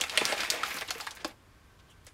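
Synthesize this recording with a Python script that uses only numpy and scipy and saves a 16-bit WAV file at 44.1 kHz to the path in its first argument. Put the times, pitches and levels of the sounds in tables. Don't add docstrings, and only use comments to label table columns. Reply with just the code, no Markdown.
import sys
import numpy as np
from scipy import signal
from scipy.io import wavfile

SR = 44100
rng = np.random.default_rng(int(sys.argv[2]) if len(sys.argv) > 2 else 0)


def amplitude_ratio(level_db):
    exponent = np.asarray(level_db, float) / 20
    return 10 ** exponent


def to_wav(s):
    ch = np.atleast_2d(s).T
    pcm = np.round(np.clip(ch, -1, 1) * 32767)
    wavfile.write(sys.argv[1], SR, pcm.astype(np.int16))


N = 94197

# frequency [Hz], level [dB per Hz].
ROOM_SPECTRUM = [(12, -41), (20, -10.5), (77, -4), (177, -15.5), (527, -22.5), (897, -23.5), (1060, -22),
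                 (1330, -23), (16000, -44.5)]
# frequency [Hz], width [Hz], level [dB].
BURNER_WHISTLES = [
    (1085, 43.5, -74.5),
    (1550, 45, -78),
]
# frequency [Hz], time to fall 60 dB [s].
TAIL_T60 = [(250, 0.17), (1000, 0.17), (4000, 0.12), (12000, 0.2)]
# time [s], rustle level [dB], brightness [dB per octave].
HANDLING = [(0,-40.5,0),(.085,-46.5,3),(0.118,-39,1.5),(.3,-33,1.5),(.36,-38.5,1),(.42,-34.5,1),(0.459,-37.5,2.5),(0.488,-42.5,1),(0.538,-36.5,2.5),(.62,-41.5,0),(.66,-38.5,2),(0.789,-42.5,1.5),(.86,-51.5,2.5),(.96,-49,-1),(1.05,-49,2),(1.14,-56,0),(1.219,-54,-2),(1.359,-80,-9)]
# frequency [Hz], level [dB per Hz].
RUSTLE_COLOUR = [(88, -39), (150, -10), (555, -2.5), (941, -4), (2060, -1.5), (2500, -5.5), (3620, -8.5),
                 (14200, -32), (16000, -34)]
# start [s], length [s].
DRAG_SPANS = [(.878,.02),(1.2,.025),(.319,.016),(.811,.02),(.708,.014),(.945,.015),(.975,.018),(1.79,.02),(1.887,.045),(.405,.015),(.64,.19),(.84,.27),(2.055,.04),(1.255,.07),(.881,.02),(.811,.022),(.939,.02),(1.04,.02),(1.157,.02),(.43,.035),(.505,.03),(.88,.025),(1.218,.018),(.392,.012),(.011,.006),(.1745,.006),(.2535,.005),(.502,.006),(.66,.1),(.972,.02),(.215,.06),(.74,.04),(1.895,.035),(.537,.05),(.255,.1),(1.305,.02)]
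# level [dB], centre [Hz], width [Hz].
DRAG_SOUNDS = [(-41,3000,1600),(-51.5,2000,2800),(-35.5,580,1430),(-44.5,2200,2500),(-36.5,2000,1800),(-46.5,1500,1200),(-49,520,2100),(-61,2400,2500),(-60.5,3100,630),(-34,1900,3400),(-50.5,12400,4300),(-61,11800,2400),(-57.5,1200,3400),(-52.5,1500,2050),(-40,1200,1540),(-40.5,450,740),(-47,3200,3200),(-58,4700,4800),(-58,6000,4000),(-41.5,830,600),(-46,370,190),(-51,380,190),(-62,5000,1900),(-42,2900,1000),(-39,13300,4400),(-39,12500,5000),(-41,16000,4500),(-36,13000,5000),(-48,1230,560),(-51,1900,1000),(-50.5,150,130),(-49.5,270,190),(-65,5100,5600),(-41,590,400),(-45.5,7800,3000),(-54.5,720,400)]
# start [s], peak [dB], frequency [Hz], time to fall 60 dB [s].
RINGS = [(.1775,-37,620,0.056),(.2145,-26,353,0.046),(.2145,-31,1000,0.096),(.323,-27.5,580,0.1),(.324,-29.5,816,.07),(.633,-24,1240,0.051),(.633,-27.5,1440,0.06),(.909,-37,740,0.11),(.956,-46,450,0.084),(1.001,-36.5,1240,0.046),(1.012,-38.5,860,0.068),(1.07,-36,890,0.064),(1.109,-42,3300,0.058),(1.116,-49,875,.07),(1.2485,-29.5,325,0.063),(1.2475,-36,517,0.093),(1.2475,-32,750,.07),(1.247,-33,598,0.082),(1.25,-39.5,868,0.078),(.5055,-18.5,4900,0.018),(1.068,-40,1150,.05),(.502,-25.5,7200,0.027),(0.2,-21.5,3500,0.033),(.216,-30.5,417,.08),(1.023,-41.5,800,0.043),(.537,-42,700,0.079),(0.9,-34,2050,0.041),(0.019,-29,3400,.04)]
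# time [s], peak [dB], ring [Hz], broad crack [dB], rebound [dB].
SNAPS = [(.0104,-14.5,5840,-0.5,-18),(.0142,-10,3200,-15,-13),(.0958,-17.5,3660,-8,-4),(.1738,-13,3400,7,1.5),(.2528,-17,3830,10.5,-11),(.3236,-16.5,4400,-25,2),(.379,-27,4080,1.5,-8),(.4044,-20.5,4400,3,-5),(.5013,-6.5,5110,-8,-1.5),(.632,-23.5,3440,-0.5,8),(.7416,-32.5,5600,6,-6),(.7852,-26,3430,-2,-15),(.8095,-31,2480,7,8),(.877,-40,8000,4.5,-5),(.9055,-18.5,4320,-2.5,-12.5),(1.0,-32.5,3500,2.5,14),(1.0085,-28.5,4270,3,7),(1.067,-33.5,3770,8,-7),(1.1075,-36.5,5600,6.5,12),(1.1705,-45,4140,-8.5,22),(1.2455,-21.5,3550,-1.5,2.5),(2.0662,-42.5,6500,5,4)]
# time [s], peak [dB], ring [Hz], broad crack [dB], rebound [dB].
BUCKLES = [(.037,-23.5,2100,6.5,5.5),(.174,-9.5,2770,-18,-3),(.211,-20,2530,-3,10),(.213,-25,1010,-12,11),(.322,-19,2300,-4,12),(.326,-22,850,-14,-1),(.376,-25.5,2720,-10,10),(.394,-25.5,2060,-4,5),(.433,-22.5,1180,2,-10),(.448,-20.5,1940,-12,-13),(.521,-28,1800,2,12),(.632,-13,1360,-34,-6),(.7698,-35,1330,15.5,6),(.818,-24,2010,-8,12),(.907,-34.5,1510,15.5,-3),(.95,-28,1920,-12,-3),(1.0,-33.5,1280,7,11),(1.071,-24.5,1900,-2,12),(1.067,-30,1130,-8,12),(1.114,-46,950,8,19),(1.170,-35.5,1730,-1,12),(1.246,-31.5,1160,16,4.5),(1.31,-55,743,-7,-9),(2.068,-48,2000,4,10.5)]
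# time [s], peak [dB], ring [Hz], broad crack [dB], rebound [dB].
KNOCKS = [(.014,-35,470,4,2),(.177,-24.5,535,-3.5,-10),(.215,-19.5,380,-7.5,13),(.296,-30,540,-11,1),(.327,-23.5,560,-1.5,-17),(.537,-24,597,-19,-8),(.955,-37.5,430,-15,-19),(1.2475,-37.5,300,5.5,-7),(2.07,-53,600,3,0)]
# time [s], peak [dB], ring [Hz], broad crack [dB], rebound [dB].
TICKS = [(.7665,-31.5,9800,1,6),(.8885,-53,11000,-8,-19.5),(.9405,-44,11100,-11,-11.5),(.9815,-34,14500,0,-8),(.989,-53,15040,-6,-5),(.999,-40,14500,-5,-11.5),(1.151,-37.5,14500,1,-8),(1.1585,-46,9900,9,-17),(1.1835,-55,14000,-7,-8),(1.2715,-48,13400,-10,-11),(1.277,-38,13050,-0.5,-1.5),(2.0465,-50,14000,0.5,-5)]
BURST_S = [
    .0005,
    .001,
    .002,
    .0004,
]

ROOM_DB = -58.5
TAIL_DB, TAIL_START_S = -9, 0.0039
GRAINS_PER_S, GRAIN_SPREAD_DB, PATCH_DB = 2500, 3.5, 3
RING_RISE_S, RING_WOBBLE_DB = 0.0012, -2
REBOUND_S, LATE_S = 0.0037, 0.0008
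SHUDDER_S, SHUDDER_DB = 0.008, -12
TOP_HZ = 16000


def rms_one(x):
    return x / np.sqrt(np.mean(x ** 2) + 1e-20)


def at_hz(points, hz):
    table = np.array(points)
    return np.interp(np.log(hz), np.log(table[:, 0]), table[:, 1])


def bands():
    edges = 20 * 2 ** np.arange(0, 10, 0.5)
    return [(signal.butter(2, [low, high], "band", fs=SR, output="sos"), np.sqrt(low * high))
            for low, high in zip(edges, edges[1:])]


def drift(rate_hz):
    r = np.exp(-2 * np.pi * rate_hz / SR)
    wander = signal.lfilter([1], [1, -2 * r, r * r], rng.standard_normal(N + SR))
    return rms_one(wander[SR:])


def resonance(x, hz, width_hz):
    r = np.exp(-np.pi * width_hz / SR)
    return signal.lfilter([1, 0, -1], [1, -2 * r * np.cos(2 * np.pi * hz / SR), r * r], x)


def resonance_twice(x, hz, first_width_hz, second_width_hz):
    return resonance(resonance(x, hz, first_width_hz), hz, second_width_hz)


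def background():
    white = rng.standard_normal((2, N + SR))
    hiss = np.zeros(N)
    for k, (sos, hz) in enumerate(bands()):
        hiss += amplitude_ratio(at_hz(ROOM_SPECTRUM, hz)) * signal.sosfilt(sos, white[k % 2])[SR:]
    whistles = np.zeros(N)
    for hz, width_hz, db in BURNER_WHISTLES:
        whistles += amplitude_ratio(db) * rms_one(resonance_twice(white[0], hz, width_hz, width_hz)[SR:])
    return amplitude_ratio(ROOM_DB) * rms_one(hiss) + whistles


def kitchen(x):
    t = np.arange(SR // 2) / SR
    white = rng.standard_normal((2, len(t)))
    tail = np.zeros(len(t))
    for k, (sos, hz) in enumerate(bands()[4:]):
        tail += signal.sosfilt(sos, white[k % 2]) * amplitude_ratio(-60 * t / at_hz(TAIL_T60, hz))
    onset = np.clip(t / TAIL_START_S - 0.5, 0, 1)
    reply = amplitude_ratio(TAIL_DB) * tail / np.sqrt(np.sum(tail ** 2)) * onset
    reply[0] += 1
    return signal.fftconvolve(x, reply)[:N]


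def rustle():
    times, db, brightness = np.transpose(HANDLING)
    t = np.arange(N) / SR
    level = np.interp(t, times, db, right=-120)
    tilt = np.interp(t, times, brightness)
    spread = np.minimum(rng.exponential(1, (2, N)), 3)
    sizes = amplitude_ratio(GRAIN_SPREAD_DB * spread) * rng.choice([-1, 1], (2, N))
    grains = sizes * (rng.random((2, N)) < GRAINS_PER_S / SR) + 1e-18
    coloured = []
    for k, (sos, hz) in enumerate(bands()[5:]):
        coloured.append((amplitude_ratio(at_hz(RUSTLE_COLOUR, hz)) * signal.sosfilt(sos, grains[k % 2]), hz))
    scale = np.sqrt(np.mean(sum(band for band, hz in coloured) ** 2))
    out = np.zeros(N)
    for band, hz in coloured:
        patches = PATCH_DB * np.tanh(drift(30))
        out += band * amplitude_ratio(level + tilt * np.log2(hz / 2000) + patches)
    return out / scale


def drags():
    t = np.arange(N) / SR
    friction = rng.standard_normal(N) * amplitude_ratio(4 * np.tanh(drift(300)))
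    out = np.zeros(N)
    for (start, length), (db, hz, width_hz) in zip(DRAG_SPANS, DRAG_SOUNDS):
        swell = np.sin(np.pi * np.clip((t - start) / length, 0, 1)) ** 0.5
        out += amplitude_ratio(db) * rms_one(resonance_twice(friction, hz, width_hz, 2 * width_hz)) * swell
    return out


def rings():
    t = np.arange(N) / SR
    wobble = amplitude_ratio(RING_WOBBLE_DB * np.tanh(drift(60)))
    out = np.zeros(N)
    for start, db, hz, t60 in RINGS:
        after = np.maximum(t - start, 0)
        envelope = amplitude_ratio(db - 60 * after / t60) * (1 - np.exp(-after / RING_RISE_S))
        out += envelope * np.sin(2 * np.pi * hz * after)
    return wobble * out


def strikes(rows, burst_s, sharpness, crack_top_hz):
    out = np.zeros(N + SR)
    t = np.arange(3000) / SR
    low = signal.butter(1, crack_top_hz, fs=SR, output="sos")
    ragged = rng.standard_normal((len(rows), len(t)))
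    for (s, db, hz, crack_db, rebound_db), noise in zip(rows, ragged):
        first = np.tanh(noise + (t == 0) * 2) * np.exp(-t / burst_s)
        rebound = amplitude_ratio(min(rebound_db, 0)) * np.roll(first, int(REBOUND_S * SR))
        shudder_level = amplitude_ratio(SHUDDER_DB + np.clip(rebound_db, 0, 12))
        shudder = shudder_level * np.tanh(noise) * np.exp(-t / SHUDDER_S)
        burst = first + rebound + shudder
        ring = resonance_twice(burst, hz, hz / sharpness, hz / sharpness)
        high = signal.butter(2, 0.4 * hz, "high", fs=SR, output="sos")
        crack = signal.sosfilt(np.vstack([low, low, high, high]), burst)
        blow = ring / abs(ring).max() + amplitude_ratio(crack_db) * crack / abs(crack).max()
        i = int((s + LATE_S) * SR)
        out[i:i + len(t)] += amplitude_ratio(db - 3.5) * blow
    return out[:N]


def pouch():
    snap_s, buckle_s, knock_s, tick_s = BURST_S
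    blows = strikes(SNAPS, snap_s, 1.51, 6500) + strikes(BUCKLES, buckle_s, 2.4, 3400)
    blows += strikes(KNOCKS, knock_s, 1.55, 1100) + strikes(TICKS, tick_s, 1.8, 8800)
    return blows + rustle() + drags() + rings()


def scene():
    return (kitchen(pouch()) + background())[None]


def roll_off(x):
    return signal.sosfilt(signal.butter(12, 16990, fs=SR, output="sos"), x)


def record(dry):
    shelf = signal.cheby2(14, 22, TOP_HZ, fs=SR, output="sos")
    mix = signal.sosfilt(shelf, dry)
    return roll_off(mix)


dry = scene()
out = record(dry)
to_wav(out)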